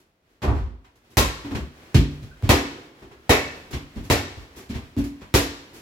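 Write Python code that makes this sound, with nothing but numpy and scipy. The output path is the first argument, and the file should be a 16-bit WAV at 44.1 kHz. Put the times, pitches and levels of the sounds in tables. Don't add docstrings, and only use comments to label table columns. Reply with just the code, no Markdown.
import sys
import numpy as np
from scipy import signal
from scipy.fft import rfft, irfft
from scipy.io import wavfile

SR = 44100
rng = np.random.default_rng(int(sys.argv[2]) if len(sys.argv) > 2 else 0)


def transcribe(u):
    v = np.clip(np.atleast_2d(u).T, -1, 1)
    q = np.round(v * 32767).astype(np.int16)
    wavfile.write(sys.argv[1], SR, q)


N = 256428
TIME = np.arange(N) / SR
AGE = np.arange(int(.8 * SR)) / SR
EDGES = np.geomspace(28, 17000, 25)
BANDS = np.sqrt(EDGES[:-1] * EDGES[1:])


def from_db(db):
    return 10 ** (np.asarray(db) / 20)


def at_hz(rows, hz, column=1):
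    rows = np.array(rows)
    return np.interp(np.log(hz), np.log(rows[:, 0]), rows[:, column])


TONE_HZ = [72, 235, 900, 3150, 10200]
def tone(levels_db, hz):
    return np.interp(np.log(hz), np.log(TONE_HZ), levels_db)


def accent(hz, favoured_hz, favoured_db, octaves=0.29):
    return favoured_db * np.exp(-(np.log2(hz / favoured_hz) / octaves) ** 2)


def butter(x, hz, kind, order=2):
    return signal.sosfilt(signal.butter(order, hz, kind, fs=SR, output="sos"), x)


def add(out, start_s, sound):
    i = int(round(start_s * SR))
    out[:, i:i + sound.shape[-1]] += sound[..., :N - i]


def mix_bands(bands, octave_db):
    gains = from_db(octave_db) * np.sqrt(np.log2(EDGES[1] / EDGES[0]))
    return np.tensordot(gains.astype(np.float32), bands, 1)


# f/Hz, likeness (1 = the same)
LIKENESS = [(60, 0.92), (125, 0.96), (280, 0.96), (500, 0.83), (1050, -0.055), (2000, -0.12),
            (4000, -0.019)]
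def surrounding_noise():
    white, bands = rng.standard_normal((2, 2, N)), []
    for k, hz in enumerate(BANDS):
        mid, side = butter(white[k % 2], EDGES[k:k + 2], "band")
        alike = at_hz(LIKENESS, hz)
        pair = np.sqrt(1 + alike) * mid + np.sqrt(1 - alike) * side * [[1], [-1]]
        bands.append(pair / pair.std())
    return np.array(bands, np.float32)


# f/Hz, level/dB per octave
ROOM_AIR = [(30, -76), (70, -76), (160, -78), (290, -84), (600, -74), (2000, -90), (5000, -109),
            (16000, -82)]
def room_air(noise):
    return mix_bands(noise, at_hz(ROOM_AIR, BANDS))[:, ::-1]


# t/s, level/dB
RUSTLE = [(0.9, -70.5), (1.35, -55), (1.9, -54), (3.2, -60), (3.6, -51.5), (4.6, -56), (5.81, -58)]
# f/Hz, level/dB per octave
CLOTH_TONE = [(35, -6), (80, -6), (180, -3), (350, -1), (700, -4), (2000, -0.5), (5000, -6), (9000, -11.5),
              (16000, -12)]
def clothes(noise, fidget_db=4, fidgets_per_s=14):
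    fidget = np.interp(TIME * fidgets_per_s, np.arange(400), rng.uniform(-1, 1, 400))
    effort = from_db(np.interp(TIME, *np.transpose(RUSTLE)) + fidget_db * fidget)
    return effort * mix_bands(noise, at_hz(CLOTH_TONE, BANDS))


def shoe_squeak(start_s=2.305, length_s=.075, hz=1510, width_hz=130, level_db=-53):
    progress = np.maximum(TIME - start_s, 0) / length_s
    slip = butter(rng.standard_normal((2, N)), [hz - width_hz / 2, hz + width_hz / 2], "band")
    return from_db(level_db) * slip / slip.std() * np.minimum(progress * 10, 1) * np.exp(-progress ** 2)


# f/Hz, level/dB, early fade/s, late fade/s, late share/dB
HALL = [(35.6, -39, 0.6, 0.53, -16), (57.8, 3, 0.51, 0.37, -2), (114.6, 1.5, 0.087, 0.7, -19.5),
        (171, -14.5, 0.53, 0.71, -13), (323, 3, 0.3, 1.36, -22), (596, -1.5, 0.31, 0.96, -22),
        (1330, -6.5, 0.4, 0.83, -10), (2010, -0.5, 0.33, 0.76, -12.5), (4200, 2.5, 0.27, 0.7, -8),
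        (7150, 3.5, 0.29, 0.64, -13), (8940, -3, 0.26, 0.56, -14), (11680, 4, 0.29, 0.95, -29.5),
        (16100, -3.5, 0.16, 1.8, -68)]
def hall_decay():
    early_s, late_s, late_db = (at_hz(HALL, BANDS, column=k)[:, None] for k in (2, 3, 4))
    early = 1000 ** (-AGE / early_s)
    late = from_db(late_db) * 1000 ** (-AGE / late_s)
    return np.hypot(early, late).astype(np.float32)


def hollow(sound, count=2, share=.2):
    upper = butter(sound + 1e-18, 630, "high", order=1)
    delays_s = rng.uniform(.003, .009, count)
    echoes = sum(np.roll(upper, int(s * SR), axis=1) * rng.choice([-1, 1]) for s in delays_s)
    return sound - upper + (upper + share * echoes) / np.sqrt(1 + count * share ** 2)


def echo_wash(noise, decay, octave_db, swell_s):
    start = rng.integers(N - len(AGE))
    swell = (1 - np.exp(-AGE / swell_s)).astype(np.float32)
    bands = noise[:, :, start:start + len(AGE)] * (decay * swell)[:, None]
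    opening_db = 20 * np.log10(bands[:, :, AGE < .06].std(axis=(1, 2)))
    return hollow(mix_bands(bands, octave_db - opening_db))


# f/Hz, level/dB, fade/s
HALL_NOTES = [(55.8, -6, 0.31), (79.8, -8, 0.62), (107.6, -3.5, 0.29), (133.2, 0, 0.22),
              (146.2, -10.5, 0.7), (170, -9, 0.047), (212.9, 0.5, 0.31), (244, -1.5, 0.47), (283, 3, 0.51),
              (343.4, -6.5, 0.52), (392.5, -8, 0.57), (457, -10.5, 0.42), (530, -16, 0.59),
              (605, -9.5, 0.32)]
def hall_hum(levels_db, favoured, scatter_db, swell_s):
    hz, note_db, fade_s = np.transpose(HALL_NOTES)
    chance_db = scatter_db * rng.standard_normal(len(hz))
    gains = from_db(note_db + tone(levels_db, hz) + accent(hz, *favoured) + chance_db)
    apart = np.arccos(at_hz(LIKENESS, hz)) * rng.choice([-1, 1], len(hz))
    phase = 2 * np.pi * rng.random(len(hz)) + apart * [[.5], [-.5]]
    waves = np.sin(2 * np.pi * hz[:, None] * AGE + phase[:, :, None])
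    fade = 1000 ** (-AGE / fade_s[:, None])
    return gains @ (waves * fade) * (1 - np.exp(-AGE / swell_s))


def crack(octave_db, length_s=0.0015, boost_db=3, echo_db=-10, mic_gap_m=.16):
    hz = np.maximum(np.fft.rfftfreq(len(AGE), 1 / SR), 1)
    colour = from_db(np.interp(np.log(hz), np.log(BANDS), octave_db)) * np.sqrt(SR / 2 / hz / np.log(2))
    noise = irfft(rfft(rng.standard_normal(len(AGE))) * colour, len(AGE))
    direct = from_db(boost_db) * butter(noise * np.exp(-AGE / length_s) + 1e-18, 420, "high")
    out = np.array([direct, direct])
    for delay_s in [.0098, *rng.uniform(0.0049, 0.026, 10)]:
        across_s = rng.uniform(-.5, .5) * mic_gap_m / 343
        for ear, lag_s in enumerate([delay_s - across_s, delay_s + across_s]):
            out[ear] += from_db(echo_db) * np.exp(-delay_s / 0.12) * np.roll(direct, int(lag_s * SR))
    return out


# f/Hz, level/dB
SOFT_TONE = [(40, 5), (150, 3), (290, 1), (420, -5.5), (600, -3.5), (1000, 6), (2000, 4), (5000, -1.5),
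             (16000, -5.5)]
def soft_spectrum(levels_db):
    return tone(levels_db, BANDS) + at_hz(HALL, BANDS) + at_hz(SOFT_TONE, BANDS)


# t/s, level/dB, swell/s
BRUSHES = [(0.0, -68, 0.0013), (0.288, -76, 0.078), (0.954, -68, 0.0018), (1.039, -74, 0.014),
           (1.099, -61.5, 0.02), (2.224, -61, 0.0027), (3.707, -49, 0.0037), (4.033, -53, 0.017),
           (4.557, -49, 0.029), (4.976, -48, 0.011), (5.038, -48.5, 0.0026), (5.728, -51.5, 0.17)]
BRUSH_TONE = [-6, 4, -1.5, -4, 0.5]
def brushes(noise, decay, wash_db=-0.5, rub_hz=360, rub_db=5):
    out = np.zeros((2, N))
    for start_s, level_db, swell_s in BRUSHES:
        octave_db = soft_spectrum(np.add(BRUSH_TONE, level_db)) + wash_db + accent(BANDS, rub_hz, rub_db)
        add(out, start_s, echo_wash(noise, decay, octave_db, swell_s))
    return out


# t/s, thump level/dB, thump f/Hz, knock level/dB, slap level/dB, swell/s
THUDS = [(0.419, -34, 237, -32.5, -39.5, 0.011), (0.437, -28, 310, -26, -61, 0.0066),
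         (0.47, -21.5, 58, -25.5, -52, 0.024), (0.538, -30, 56.6, -42.5, -53.5, 0.075),
         (0.844, -78, 296, -55.5, -63.5, 0.0037), (1.191, -22.5, 64, -39, -48, 0.002),
         (1.443, -38, 292, -42, -51, 0.014), (1.51, -33.5, 240, -40.5, -48.5, 0.0038),
         (1.548, -27, 168, -34, -39.5, 0.0027), (1.945, -12, 151, -32, -26.5, 0.0026),
         (2.223, -40, 145, -78.5, -56, .006), (2.425, -26, 85, -41.5, -45.5, 0.047),
         (3.02, -48.5, 340, -49, -60, 0.004), (3.11, -50, 363, -50, -59, 0.007),
         (3.728, -30.5, 136, -39.5, -38.5, 0.0062), (3.96, -31, 178, -49, -52.5, 0.01),
         (4.364, -47, 78, -85, -54.5, 0.011), (4.693, -35, 211, -49, -44.5, 0.012),
         (4.742, -34, 108, -43, -44.5, .008), (4.966, -24.5, 269, -44, -47.5, 0.012),
         (5.211, -46, 194, -46, -54, 0.0048)]
def thuds(noise, decay, wash_db=-2, hum_db=-2.5, settle_s=0.0265):
    out = np.zeros((2, N))
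    for start_s, thump_db, thump_hz, knock_db, slap_db, swell_s in THUDS:
        octaves_away = np.abs(np.log2(np.divide(TONE_HZ[:2], thump_hz)))
        boom_db, body_db = thump_db - 3.5 * octaves_away
        snap_db = slap_db - 7
        levels_db = np.array([boom_db, body_db, knock_db, slap_db, snap_db])
        favoured = thump_hz, 12
        octave_db = soft_spectrum(levels_db)
        tap_db = -5 - np.log2(max(swell_s / 0.0049, 1))
        sound = crack(octave_db + tap_db)
        sound += echo_wash(noise, decay, octave_db + wash_db + accent(BANDS, *favoured) / 2, swell_s)
        sound += hall_hum(levels_db + hum_db, favoured, scatter_db=1, swell_s=0.0089)
        add(out, start_s, sound)
        floor_db = boom_db - 14 * np.log2(np.divide(TONE_HZ, TONE_HZ[0]))
        add(out, start_s + settle_s, hall_hum(floor_db, favoured=(56.6, 11), scatter_db=1, swell_s=0.005))
    return out


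# f/Hz, level/dB, fade/s
BALL_NOTES = [(821, 2.5, 0.31), (922, 15.5, 0.16), (1030, 0.5, 0.28), (1100, 5, 0.2), (1334, 2, 0.42),
              (1808, 11.5, 0.61), (1960, 14.5, 0.46), (2090, 3, 0.55), (2221, 12, 0.63), (2380, 13, 0.39),
              (2600, 12, 0.58), (2686, 13.5, 0.34), (3137, 6, .3), (3842, 17.5, 0.3)]
def ball_ring(levels_db, favoured, blur_hz=85):
    out = np.zeros((2, len(AGE)))
    for hz, note_db, fade_s in BALL_NOTES:
        gain = from_db(note_db + tone(levels_db, hz) + accent(hz, *favoured))
        paths = rng.standard_normal((2, 256)) + 1j * rng.standard_normal((2, 256))
        waver = np.array([np.interp(AGE * 2 * blur_hz, np.arange(len(p)), p) for p in paths])
        out += gain * (waver * np.exp(2j * np.pi * hz * AGE)).real * 1000 ** (-AGE / fade_s)
    return out * (1 - np.exp(-AGE / 0.00024))


def air_push(level_db, contact_s=0.00836, boost_db=15.5):
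    pulse = np.cos(np.pi * AGE / contact_s) * (AGE < contact_s)
    pulse = butter(pulse + 1e-18, 46, "high", order=1)
    return from_db(level_db + boost_db) * butter(pulse, 1340, "low")


# t/s, level/dB, extra boom/dB, brightness/dB per octave, favoured f/Hz, ring level/dB
BOUNCES = [(1.17, -1.8, 5, 1.35, 1070, -20.5), (2.492, 4.5, -6.5, -1.2, 287, -22),
           (3.294, 3.3, -7.5, -1.02, 493, -14.5), (4.1, -0.47, -0.5, -0.45, 111, -19),
           (5.34, -0.76, 5.5, 0.8, 315, -27)]
BOUNCE_TONE = [-21.5, -26, -17, -23.5, -28.5]
# f/Hz, left minus right/dB
LEAN = [(60, 0.5), (500, -2), (1000, 0), (2000, -2.5), (4000, 5.5), (8000, -1.8), (12000, 0)]
def bounces(noise, decay, hum_db=-0.5, boom_reach_hz=220):
    out = np.zeros((2, N))
    leaning = noise * from_db(at_hz(LEAN, BANDS)[:, None, None] * [[.5], [-.5]]).astype(np.float32)
    wash_db = -0.5 - 5 * np.exp(-(BANDS / 160) ** 2)
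    octaves = np.log2(TONE_HZ) - np.log2(TONE_HZ).mean()
    for start_s, level_db, boom_db, brightness, favoured_hz, ring_db in BOUNCES:
        levels_db = np.add(BOUNCE_TONE, level_db) + brightness * octaves
        levels_db += boom_db * np.exp(-np.divide(TONE_HZ, boom_reach_hz) ** 2 / 2)
        favoured = favoured_hz, 6
        octave_db = tone(levels_db, BANDS) + at_hz(HALL, BANDS) + accent(BANDS, *favoured)
        sound = crack(octave_db, length_s=.0018)
        sound += echo_wash(leaning, decay, octave_db + wash_db, swell_s=0.0063)
        sound += ball_ring(levels_db + ring_db, favoured)
        sound += hall_hum(levels_db + hum_db, favoured, scatter_db=1.5, swell_s=0.0056)
        add(out, start_s, sound)
        add(out, start_s + 0.00184, air_push(levels_db[0]))
    return out


def scene(extra_fade_db_per_s=25):
    noise, decay = surrounding_noise(), hall_decay()
    short_decay = decay * from_db(-extra_fade_db_per_s * AGE).astype(np.float32)
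    hits = bounces(noise, decay) + thuds(noise, short_decay) + brushes(noise, short_decay)
    return hits + shoe_squeak() + clothes(noise) + room_air(noise)


def record(dry, lowest_hz=41, highest_hz=16200):
    rounded = 1.096 * np.tanh(butter(dry, lowest_hz, "high") / 1.33)
    return signal.sosfilt(signal.ellip(12, .1, 90, highest_hz, fs=SR, output="sos"), rounded)


dry = scene()
out = record(dry)
transcribe(out)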